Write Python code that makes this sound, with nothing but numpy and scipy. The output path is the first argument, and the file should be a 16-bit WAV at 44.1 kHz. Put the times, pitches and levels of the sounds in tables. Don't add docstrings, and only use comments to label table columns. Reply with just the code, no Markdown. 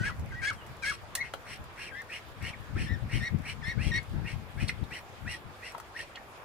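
import sys
import numpy as np
from scipy import signal
from scipy.fft import rfft, irfft, next_fast_len
from scipy.io import wavfile
from scipy.ndimage import uniform_filter1d

SR = 44100
rng = np.random.default_rng(int(sys.argv[2]) if len(sys.argv) > 2 else 0)


def natural_amplitude(level_db):
    exponent = np.asarray(level_db, float) / 20
    return 10 ** exponent


def to_wav(s):
    ch = np.atleast_2d(s).T
    pcm = np.round(np.clip(ch, -1, 1) * 32767)
    wavfile.write(sys.argv[1], SR, pcm.astype(np.int16))


N = 284356
T = np.arange(N) / SR
PADDED = next_fast_len(N)


def rms_one(x):
    return x / np.sqrt(np.mean(np.abs(x) ** 2) + 1e-20)


def at_hz(points, hz):
    table_hz, values = np.transpose(points)
    return np.interp(np.log(hz), np.log(table_hz), values)


def drift(rate_hz):
    step = max(1, int(SR / rate_hz / 40))
    r = np.exp(-2 * np.pi * rate_hz * step / SR)
    white = rng.standard_normal(N // step + 402)
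    slow = signal.lfilter([1], [1, -2 * r, r * r], white)[400:]
    return np.interp(np.arange(N) / step, np.arange(len(slow)), rms_one(slow))


def complex_drift(rate_hz):
    return drift(rate_hz) + 1j * drift(rate_hz)


def resonance(x, hz, width_hz):
    r = np.exp(-np.pi * width_hz / SR)
    top = np.array([1, 0, -1]) * (1 - r * r) / 2
    return signal.lfilter(top, [1, -2 * r * np.cos(2 * np.pi * hz / SR), r * r], x)


# pitch_hz, likeness (0 to 1)
LIKENESS = [(60, 0.82), (180, 1), (550, 0.82), (1650, 0.014), (4970, 0.0067), (15000, 0.01)]


def banded_noise(spectrum, flicker_db, flicker_hz, alike_share):
    out = 0
    edges = 20 * 2 ** np.arange(0, 9.7, .5)
    white = rng.standard_normal((2, 2, N))
    for k, (low, high) in enumerate(zip(edges, edges[1:])):
        hz = np.sqrt(low * high)
        if not spectrum[0][0] < hz < spectrum[-1][0]:
            continue
        band = signal.butter(2, [low, high], "band", fs=SR, output="sos")
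        mid, side = signal.sosfilt(band, white[k % 2])
        alike = np.clip(alike_share * at_hz(LIKENESS, hz), -1, 1)
        gain = natural_amplitude(at_hz(spectrum, hz) + flicker_db * drift(flicker_hz))
        out = out + gain * (np.sqrt(1 + alike) * mid + np.sqrt(1 - alike) * side * [[1], [-1]])
    return rms_one(out)


def town_hum():
    return natural_amplitude(-61) * rms_one(resonance(rng.standard_normal((2, N)), 100, 12))


# pitch_hz, level_db (per Hz)
GARDEN = [(15, -9), (25, -8.5), (72, -1), (149, -11), (589, -5), (731, -8), (793, -3.5), (1400, -7.5),
          (2040, -11.5), (2820, -15.5), (5550, -26), (10600, -32.5), (15900, -28.5)]


def garden_floor():
    return natural_amplitude(-49.5) * banded_noise(GARDEN, flicker_db=1.8, flicker_hz=8.7, alike_share=1.0)


# peak_s, level_db, length_s
GUSTS = [(0.0, -25.5, 0.055), (0.223, -40.5, 0.37), (1.61, -44, 0.06), (2.424, -37, 0.086),
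         (2.768, -25.5, 0.047), (2.821, -26.5, 0.082), (2.926, -30, 0.067), (3.057, -32, 0.057),
         (3.154, -31, .08), (3.351, -28, 0.059), (3.794, -33, 0.12), (3.874, -30.5, 0.091),
         (3.978, -36, 0.063), (4.155, -32.5, .15), (4.252, -39, 0.044), (4.366, -37.5, 0.13),
         (4.569, -38, 0.053), (4.629, -27.5, 0.038), (4.693, -41, 0.17), (4.821, -39.5, 0.085),
         (5.263, -42.5, 0.13), (5.458, -44.5, 0.066)]
GUST_RISE_DB, GUST_FALL_DB = 30.5, 20
# time_s, level_db
BREEZE = [(0.0, -39.5), (.5, -51.5), (2.3, -62), (2.7, -47.5), (3.5, -46), (4.45, -56), (5.1, -60),
          (5.55, -69), (6.45, -71)]
# pitch_hz, level_db (per Hz)
BUFFET = [(12, -40), (20, -15), (65, 1), (112, 0.5), (204, -9), (328, -21.5), (612, -44.5), (700, -52),
          (910, -60), (1540, -120)]
# time_s, left_minus_right_db
WINDWARD = [(0.0, 2.5), (4.78, 15.5), (6.45, 12)]


def wind():
    gusts = 0
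    for s, db, length in GUSTS:
        lost_db = np.maximum(GUST_RISE_DB * (s - T), GUST_FALL_DB * (T - s)) / length
        gusts = gusts + natural_amplitude(db - lost_db) ** 2
    breeze = natural_amplitude(np.interp(T, *np.transpose(BREEZE)))
    force = np.sqrt(gusts + breeze ** 2)
    lumps = natural_amplitude(3.2 * np.array([drift(20), drift(17)]))
    noise = banded_noise(BUFFET, flicker_db=2.5, flicker_hz=43.93, alike_share=0)
    pan_db = np.interp(T, *np.transpose(WINDWARD))
    return rms_one(lumps * noise) * force * natural_amplitude(2.5 + np.array([pan_db, -pan_db]) / 2)


# start_s, end_s, pitch_hz, level_db
INSECT = [
    (0.265, 0.356, 11400, -81),
    (1.857, 1.95, 10900, -80),
    (2.065, 2.3, 11000, -84),
    (3.262, 3.416, 11300, -88),
    (4.0, 4.098, 11000, -84),
    (6.27, 6.39, 11000, -77),
]


def insect():
    air = rng.standard_normal(N)
    out = 0
    for start, end, hz, db in INSECT:
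        fade = np.interp(T, [start - .02, start, end, end + .02], [0, 1, 1, 0])
        out = out + natural_amplitude(db) * rms_one(resonance(resonance(air, hz, 140), hz, 140)) * fade
    return out


# time_s, peak_db
SNAPS = [(0.1474, -54), (0.166, -55), (0.2603, -46), (0.2917, -52), (0.3232, -53), (0.5317, -45),
         (0.6714, -51), (0.6903, -58), (0.7347, -58), (0.7687, -47), (1.3957, -58), (1.4556, -55),
         (1.5748, -46), (1.7868, -53), (2.0188, -38), (2.0457, -51), (2.0734, -56), (2.1271, -50),
         (2.1954, -52), (2.2852, -49), (2.3004, -58), (2.3186, -54), (2.4009, -58), (2.4713, -46),
         (2.609, -55), (2.6274, -59), (2.8963, -51), (2.9352, -54), (3.4206, -48), (4.0956, -48),
         (4.5221, -50), (4.9107, -51), (5.7463, -48), (6.1365, -51)]


def snaps():
    out = np.zeros((2, N + SR))
    t = np.arange(SR // 50) / SR
    cracks = rng.standard_normal((len(SNAPS), 2, len(t))) * natural_amplitude(-60 * t / .008)
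    for (s, db), crack in zip(SNAPS, cracks):
        out[:, round(s * SR):][:, :len(t)] += natural_amplitude(db - 1) * crack
    treble = signal.butter(2, [5000, 13500], "band", fs=SR, output="sos")
    return signal.sosfilt(treble, out[:, :N] + 1e-18)


# time_s, peak_db, ring_hz, bright_edge_db, left_minus_right_db
TICKS = [(0.195, -49, 875, 11, 0), (0.665, -54, 1150, 12, 6), (1.152, -23, 3680, 11.5, 0),
         (1.153, -24, 1690, -4, 4), (1.337, -23, 900, -8, 3), (1.337, -27.5, 3030, -19, 5),
         (1.64, -45, 954, 1, 10), (2.194, -48, 780, -20, 7), (2.425, -44, 2040, 8, -4),
         (3.386, -56, 759, 12, 11), (3.769, -47, 1600, -26, 14), (4.029, -54.5, 864, 15.5, 5),
         (4.697, -37, 1300, -30, -5), (4.839, -50, 880, 5, 8), (5.721, -48, 970, 8, -7),
         (5.748, -24, 945, -31, 10), (5.78, -34.5, 980, -1, 5), (5.8, -38.5, 1190, 3.5, 6),
         (6.15, -43, 780, -32, 9), (6.157, -35, 4600, -21, 2)]
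CONTACT_S, SOFTENING = .0003, .42
KNOCK_HZ = 1000


def ticks():
    out = np.zeros((2, N + SR))
    t = np.arange(SR // 10) / SR
    grit = rng.standard_normal((len(TICKS), 2, len(t))) * (1 + 2.53 * np.exp(-t / 0.0052))
    bright = signal.butter(2, [3500, 13500], "band", fs=SR, output="sos")
    for (s, db, hz, bright_db, pan_db), (body, edge) in zip(TICKS, grit):
        rough_ring = rms_one(resonance(resonance(body, hz, 0.2 * hz), hz, hz))
        ring = 0.31 * np.sin(2 * np.pi * hz * t) + 0.3 * rough_ring
        thud = rms_one(resonance(resonance(edge[::-1] + body, 0.6 * hz, 0.7 * hz), hz, hz))
        knock = 0.35 * min(1, KNOCK_HZ / hz) * thud
        crackle = natural_amplitude(bright_db - 19) * signal.sosfilt(bright, edge) * natural_amplitude(-60 * t / 0.1)
        landing = (1 - np.exp(-t / (CONTACT_S * natural_amplitude(-SOFTENING * bright_db)))) ** 2
        hit = natural_amplitude(db - 2) * ((ring + knock) * landing * natural_amplitude(-60 * t / 0.023) + crackle)
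        out[:, round(s * SR):][:, :len(t)] += hit * natural_amplitude([[pan_db / 2], [-pan_db / 2]])
    return out[:, :N]


def calls(tables, fade_s):
    s, *columns = np.vstack(tables).T
    gate = np.zeros(N)
    for table in tables:
        start, end = table[0][0], table[-1][0]
        near = slice(max(0, int((start - fade_s) * SR)), int((end + fade_s) * SR))
        gate[near] += np.interp(T[near], [start - fade_s, start, end, end + fade_s], [0, 1, 1, 0])
    smooth = [uniform_filter1d(np.interp(T, s, c), size=200) for c in columns]
    return *smooth, np.minimum(gate, 1)


def notes(*voices):
    tables = []
    for rows, shape in voices:
        for s, length, low_hz, top_hz, db in rows:
            tables.append([(s + at * length, (low_hz + climb * (top_hz - low_hz)) * bend, db + shape_db)
                           for at, climb, bend, shape_db in shape])
    return sorted(tables)


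def membrane(tables, rough, skirt_hz, overtones_db):
    hz, db, gate = calls(tables, fade_s=0.0043)
    level = np.sqrt(2) * natural_amplitude(db) * gate
    turn = np.exp(2j * np.pi * np.cumsum(hz * (1 + .006 * drift(40))) / SR)
    skirt = (1 + rough * complex_drift(skirt_hz)) / np.sqrt(1 + 2 * rough ** 2)
    grain = 1 + .45 * complex_drift(110)
    overtones = sum(natural_amplitude(o_db) * turn ** (k + 1) for k, o_db in enumerate(overtones_db))
    effort = natural_amplitude(.7 * (db + 40)) * np.minimum(1, (2200 / hz) ** 14)
    voice = level * skirt * turn * (1 + effort * grain * overtones)
    return voice, turn * (3 + grain) / 4, level


def syrinx(low, high, rough, skirt_hz, low_db, high_db, mixing_db):
    a, a_turn, a_level = membrane(low, rough, skirt_hz, low_db)
    b, b_turn, b_level = membrane(high, rough, skirt_hz, high_db)
    beat = b_turn / a_turn
    offsets = beat + 1 / beat + 0.75 * beat * beat
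    mixed = sum(natural_amplitude(db) * a_turn ** (k + 2) * offsets for k, db in enumerate(mixing_db))
    return np.real(a + b + np.sqrt(a_level * b_level) * mixed)


def placed(x, pan_db, lag_s):
    turn = np.exp(1j * np.pi * np.fft.rfftfreq(PADDED, 1 / SR) * lag_s)
    shifted = irfft(rfft(x, PADDED) * [turn, turn.conj()], PADDED)[:, :N]
    return shifted * natural_amplitude([[pan_db / 2], [-pan_db / 2]])


CLEAR, REEDY, HOARSE, WET = .2, .25, .35, .9
# share_of_length, share_of_climb, pitch_factor, level_db
DROP = [(0, 0, 1.0, -12), (.33, .25, 1.0, 0), (1, 1, 1.0, -12)]
# start_s, length_s, from_hz, to_hz, level_db
SMACKS = [
    (4.681, 0.0092, 4456, 4060, -32),
    (4.691, 0.0096, 2156, 1920, -25),
    (4.838, 0.01, 3900, 3600, -49),
    (6.153, 0.01165, 3030, 2850, -40.5),
    (6.168, 0.016, 1934, 1710, -42),
]


def smacks():
    return membrane(notes((SMACKS, DROP)), WET, skirt_hz=447, overtones_db=[-26])[0].real


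# share_of_length, share_of_climb, pitch_factor, level_db
ARCH = [(0, 0.056, 1, -4), (.55, 0.99, 0.96, -0.5), (.8, 0.92, 0.99, 0.5), (1.001, 0.99, 0.89, -21)]
# start_s, length_s, from_hz, to_hz, level_db
FAR_CALL = [
    (.56, .11, 3360, 2950, -61.5),
]


def far_duckling():
    return membrane(notes((FAR_CALL, ARCH)), HOARSE, skirt_hz=100, overtones_db=[-30])[0].real


# share_of_length, share_of_climb, pitch_factor, level_db
DIVE = [(0, 0, 1.4, -17), (.09, 0, 1.1, -7), (.2, 0, 1.0, -3), (.55, .7, 1.0, -1.5), (.88, 1, 1.0, 0),
        (1, 1, .84, -12)]
# start_s, length_s, from_hz, to_hz, level_db
MELLOW_LOW = [
    (1.168, 0.068, 1843, 2037, -38.5),
    (1.905, .12, 1538, 1843, -42.5),
]
# start_s, length_s, from_hz, to_hz, level_db
MELLOW_HIGH = [
    (1.95, 0.074, 1926, 2140, -46),
]
# start_s, length_s, from_hz, to_hz, level_db
MELLOW_SWELL = [
    (1.203, 0.039, 2193, 2094, -30.5),
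]


def mellow_duck():
    low = notes((MELLOW_LOW, DIVE))
    high = notes((MELLOW_HIGH, ARCH), (MELLOW_SWELL, DROP))
    return syrinx(low, high, CLEAR, skirt_hz=120, low_db=[-17, -23], high_db=[-30], mixing_db=[-26, -30])


# start_s, length_s, from_hz, to_hz, level_db
SHRILL_LOW = [
    (2.852, 0.11, 1730, 1830, -42.5),
    (3.192, 0.099, 1780, 1919, -38.5),
    (3.615, .12, 1720, 1929, -38.5),
    (3.905, 0.081, 1832, 1921, -33),
]
# start_s, length_s, from_hz, to_hz, level_db
SHRILL_HIGH = [
    (2.89, 0.043, 1917, 2064, -44),
    (3.23, 0.062, 2008, 2246, -38),
    (3.655, 0.0674, 2037, 2213, -38.5),
    (3.945, 0.055, 2150, 2245, -35.5),
]


def shrill_duck():
    return syrinx(notes((SHRILL_LOW, DIVE)), notes((SHRILL_HIGH, ARCH)), REEDY, skirt_hz=140,
                  low_db=[-14, -18.5, -33, -49, -53], high_db=[-16, -34], mixing_db=[-28])


# share_of_length, share_of_climb, pitch_factor, level_db
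DROOP = [(0, 0.019, 1.03, -8.5), (0.2, 0.031, 1.0, -2.5), (0.681, 1, 1.0, -1), (0.779, 0.99, .97, -4),
         (0.998, 0.89, .67, -8)]
# start_s, length_s, from_hz, to_hz, level_db
DEEP_LOW = [
    (0.0, 0.11, 1471, 1690, -33.5),
    (.42, 0.1, 1551, 1728, -30.5),
    (.826, .1, 1555, 1697, -31.5),
]
# start_s, length_s, from_hz, to_hz, level_db
DEEP_CHEEP = [
    (.323, 0.034, 1588, 1640, -40.5),
]
# start_s, length_s, from_hz, to_hz, level_db
DEEP_HIGH = [(0.0, 0.043, 1798, 2036, -48), (.06, 0.031, 2205, 2274, -39), (.102, .035, 1946, 2030, -50.5),
             (.352, 0.063, 1860, 1990, -44.5), (.43, 0.032, 2390, 2410, -37),
             (.472, 0.037, 2063, 2290, -34), (.858, .06, 2058, 2312, -35)]
# start_s, length_s, from_hz, to_hz, level_db
DEEP_SQUEAK = [
    (.305, 0.023, 2200, 1868, -47.5),
    (.405, 0.02, 2650, 2072, -35),
    (.824, 0.037, 2448, 1971, -34),
    (2.53, 0.0193, 2530, 1743, -39.5),
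]


def deep_duck():
    low = notes((DEEP_LOW, DROOP), (DEEP_CHEEP, ARCH))
    high = notes((DEEP_HIGH, ARCH), (DEEP_SQUEAK, DROP))
    return syrinx(low, high, CLEAR, skirt_hz=120, low_db=[-23, -28, -30, -36], high_db=[-28, -36],
                  mixing_db=[-22, -24, -29, -32, -35])


# start_s, length_s, peak_share, throat_rasp_db, bill_hiss_db
RASP = [(.03, 0.074, 0.37, -40, -66), (.42, 0.089, 0.31, -40, -65), (.525, 0.027, 0.25, -54, -71),
        (.825, .125, .35, -42, -59), (1.235, 0.051, 0.32, -42.5, -74), (1.455, 0.11, 0.73, -44.5, -67.5),
        (1.77, 0.12, 0.58, -42.5, -68), (2.09, 0.1, 0.76, -42.5, -69), (2.41, 0.1, 0.84, -41, -66.5),
        (2.76, 0.12, 0.51, -42.5, -67.5), (3.095, 0.12, 0.59, -40.5, -66.5), (3.21, 0.082, 0.32, -53, -71),
        (3.44, 0.091, 0.72, -41, -65), (3.63, 0.1, 0.54, -52, -70), (3.8, 0.11, 0.6, -42.5, -65),
        (3.91, .09, 0.6, -46, -68.5), (4.245, 0.097, 0.69, -43.5, -70), (4.575, .09, 0.67, -43, -69),
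        (4.679, 0.023, 0.34, -47, -56), (4.905, 0.098, 0.66, -46, -69), (5.275, 0.094, 0.48, -44.5, -64),
        (5.62, 0.099, 0.59, -48, -69), (5.95, 0.092, 0.65, -45, -67)]
THROAT_SWELL_DB = [-13, -2, -0.5, -11]
BILL_SWELL_DB = [-13.5, -0.5, 3.5, -6]


def puffs():
    tables = []
    for s, length, peak, throat_db, bill_db in RASP:
        swell = zip([0, peak / 2, peak, 1], THROAT_SWELL_DB, BILL_SWELL_DB)
        tables.append([(s + at * length, throat_db + a, bill_db + b) for at, a, b in swell])
    return tables


# pitch_hz, half_width_hz, level_db
THROAT = [(1686, 107, -10.5), (2248, 370, 8), (2670, 200, 1), (3100, 95, 0)]
# pitch_hz, level_db (per Hz)
BILL = [(1940, -10), (3300, -8), (3800, -6), (4300, 0), (4900, -7), (5600, 1), (6100, -9), (6600, -20),
        (7400, -12), (8050, -3), (8900, -11), (10200, -8), (11300, -17), (15800, -33)]


def rasp():
    throat_db, bill_db, gate = calls(puffs(), fade_s=.012)
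    flutter = natural_amplitude(1.9 * drift(200))
    since_s = T - np.maximum.accumulate(np.where(gate > 0, 0, T))
    opening = 1 - .5 * np.exp(-since_s / .022) + .03 * drift(12)
    turns = 2j * np.pi * np.cumsum(opening) / SR
    throat = sum(natural_amplitude(db) * np.real(complex_drift(width) * np.exp(hz * turns)) for hz, width, db in THROAT)
    air = (rng.standard_normal(N) + 1.19 * rng.standard_normal((2, N))) * flutter
    colour = natural_amplitude(at_hz(BILL, np.fft.rfftfreq(PADDED, 1 / SR) + 1))
    bill = irfft(rfft(air, PADDED) * colour, PADDED)[:, :N]
    return gate * (natural_amplitude(throat_db + 0.4) * rms_one(throat * flutter) + natural_amplitude(bill_db + 16) * rms_one(bill))


# share_of_length, share_of_climb, pitch_factor, level_db
SCOOP = [(0, 0.00572, 0.96, -11), (0.281, 0.99, 1, 2.5), (.6, 1, 1.0, -14), (1, 0.98, 0.97, 1.5)]
# share_of_length, share_of_climb, pitch_factor, level_db
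BREAK = [(0, 0.14, 1.0, -10.5), (0.222, 0.99, 1.1, -3.5), (.55, 0.98, 1.0, -4), (.85, 1, 1.08, 2),
         (1, 0.86, 1.08, -16)]
# share_of_length, share_of_climb, pitch_factor, level_db
SLIDE = [(0, 0.044, 0.99, -5.5), (.55, .8, 1, 0.5), (1.002, 1, 1.0, -17)]
# start_s, length_s, from_hz, to_hz, level_db
HOARSE_LOW = [(1.77, 0.085, 1376, 1715, -50.5), (2.09, 0.036, 1447, 1800, -47),
              (2.757, 0.071, 1200, 1799, -42), (4.905, 0.069, 1448, 2010, -45.5),
              (5.255, .095, 1407, 1968, -41.5), (5.62, 0.06, 1646, 2060, -46),
              (5.948, 0.059, 1597, 1875, -40)]
# start_s, length_s, from_hz, to_hz, level_db
HOARSE_SLIDE = [
    (3.78, 0.085, 1450, 2150, -44.5),
    (4.248, 0.073, 1691, 2370, -45.5),
    (4.575, .035, 1530, 1800, -46),
]
# start_s, length_s, from_hz, to_hz, level_db
HOARSE_BREAK = [
    (2.41, 0.084, 1387, 2130, -43),
    (3.095, 0.093, 1717, 2126, -41.5),
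    (3.44, 0.073, 1360, 2224, -40),
]
# start_s, length_s, from_hz, to_hz, level_db
HOARSE_HIGH = [(1.778, 0.065, 2192, 2896, -46), (1.865, 0.046, 2900, 2147, -45.5),
               (2.1, 0.073, 2210, 3030, -43.5), (2.43, 0.076, 2500, 3250, -51),
               (2.768, 0.063, 2098, 3030, -45.5), (3.115, 0.06, 2550, 3150, -48),
               (3.46, 0.069, 2548, 3100, -48.5), (3.787, 0.057, 2174, 2780, -41.5),
               (4.255, 0.041, 2399, 2830, -48), (4.578, 0.0655, 2180, 2500, -46.5),
               (4.908, 0.064, 2143, 3162, -44.5), (5.265, 0.077, 2380, 2957, -45),
               (5.625, 0.067, 2400, 2910, -46.5), (5.975, 0.049, 2556, 2978, -49)]


def hoarse_duck():
    low = notes((HOARSE_LOW, SCOOP), (HOARSE_SLIDE, ARCH), (HOARSE_BREAK, BREAK))
    high = notes((HOARSE_HIGH, SLIDE))
    voice = syrinx(low, high, HOARSE, skirt_hz=148, low_db=[-20, -24, -26], high_db=[-17, -26],
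                   mixing_db=[-24])
    return voice + rasp()


# level_db, t60_s
ECHOES = [
    (-2, 0.13),
    (-2, 0.083),
]


def garden_echoes(x):
    t = np.arange(SR // 4) / SR
    tails = np.array([natural_amplitude(db - 60 * t / t60) * np.sqrt(6 * np.log(10) / t60 / SR) for db, t60 in ECHOES])
    tails = tails * rng.standard_normal(tails.shape) * np.clip(t / 0.00063 - .5, 0, 1)
    dull = signal.lfilter([.5], [1, -.5], x)
    return signal.fftconvolve(dull[None], tails, axes=1)[:, :N]


# pitch_hz, lead_rad
PORT_LEAD = [(0, 0), (3360, 0.3), (5000, -2.4), (8440, -0.8), (12400, -9.9), (13300, -12.4), (14400, -28.4),
             (16100, -44.4)]


def ports(x):
    turn = np.exp(.5j * np.interp(np.fft.rfftfreq(PADDED, 1 / SR), *np.transpose(PORT_LEAD)))
    return irfft(rfft(x, PADDED) * [turn, turn.conj()], PADDED)[:, :N]


DUCK_PAN_DB = [2.5, 5.9, 3.8, 1.3]
DUCK_LAG_S = [.00003, -.00004, .00006, -.00003]


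def scene():
    voices = [deep_duck(), mellow_duck(), shrill_duck(), hoarse_duck()]
    ducks = sum(map(placed, voices, DUCK_PAN_DB, DUCK_LAG_S))
    near = ducks + smacks() + far_duckling() + ticks() + insect() + snaps()
    background = wind() + garden_floor() + town_hum()
    return ports(near) + garden_echoes(near.mean(axis=0)) + background


def low_pass(x):
    return signal.sosfilt(signal.butter(12, 15830, fs=SR, output="sos"), x)


def record(dry):
    steep = signal.ellip(10, .5, 70, 16000, fs=SR, output="sos")
    mix = signal.sosfilt(steep, dry)
    return low_pass(mix)


dry = scene()
out = record(dry)
to_wav(out)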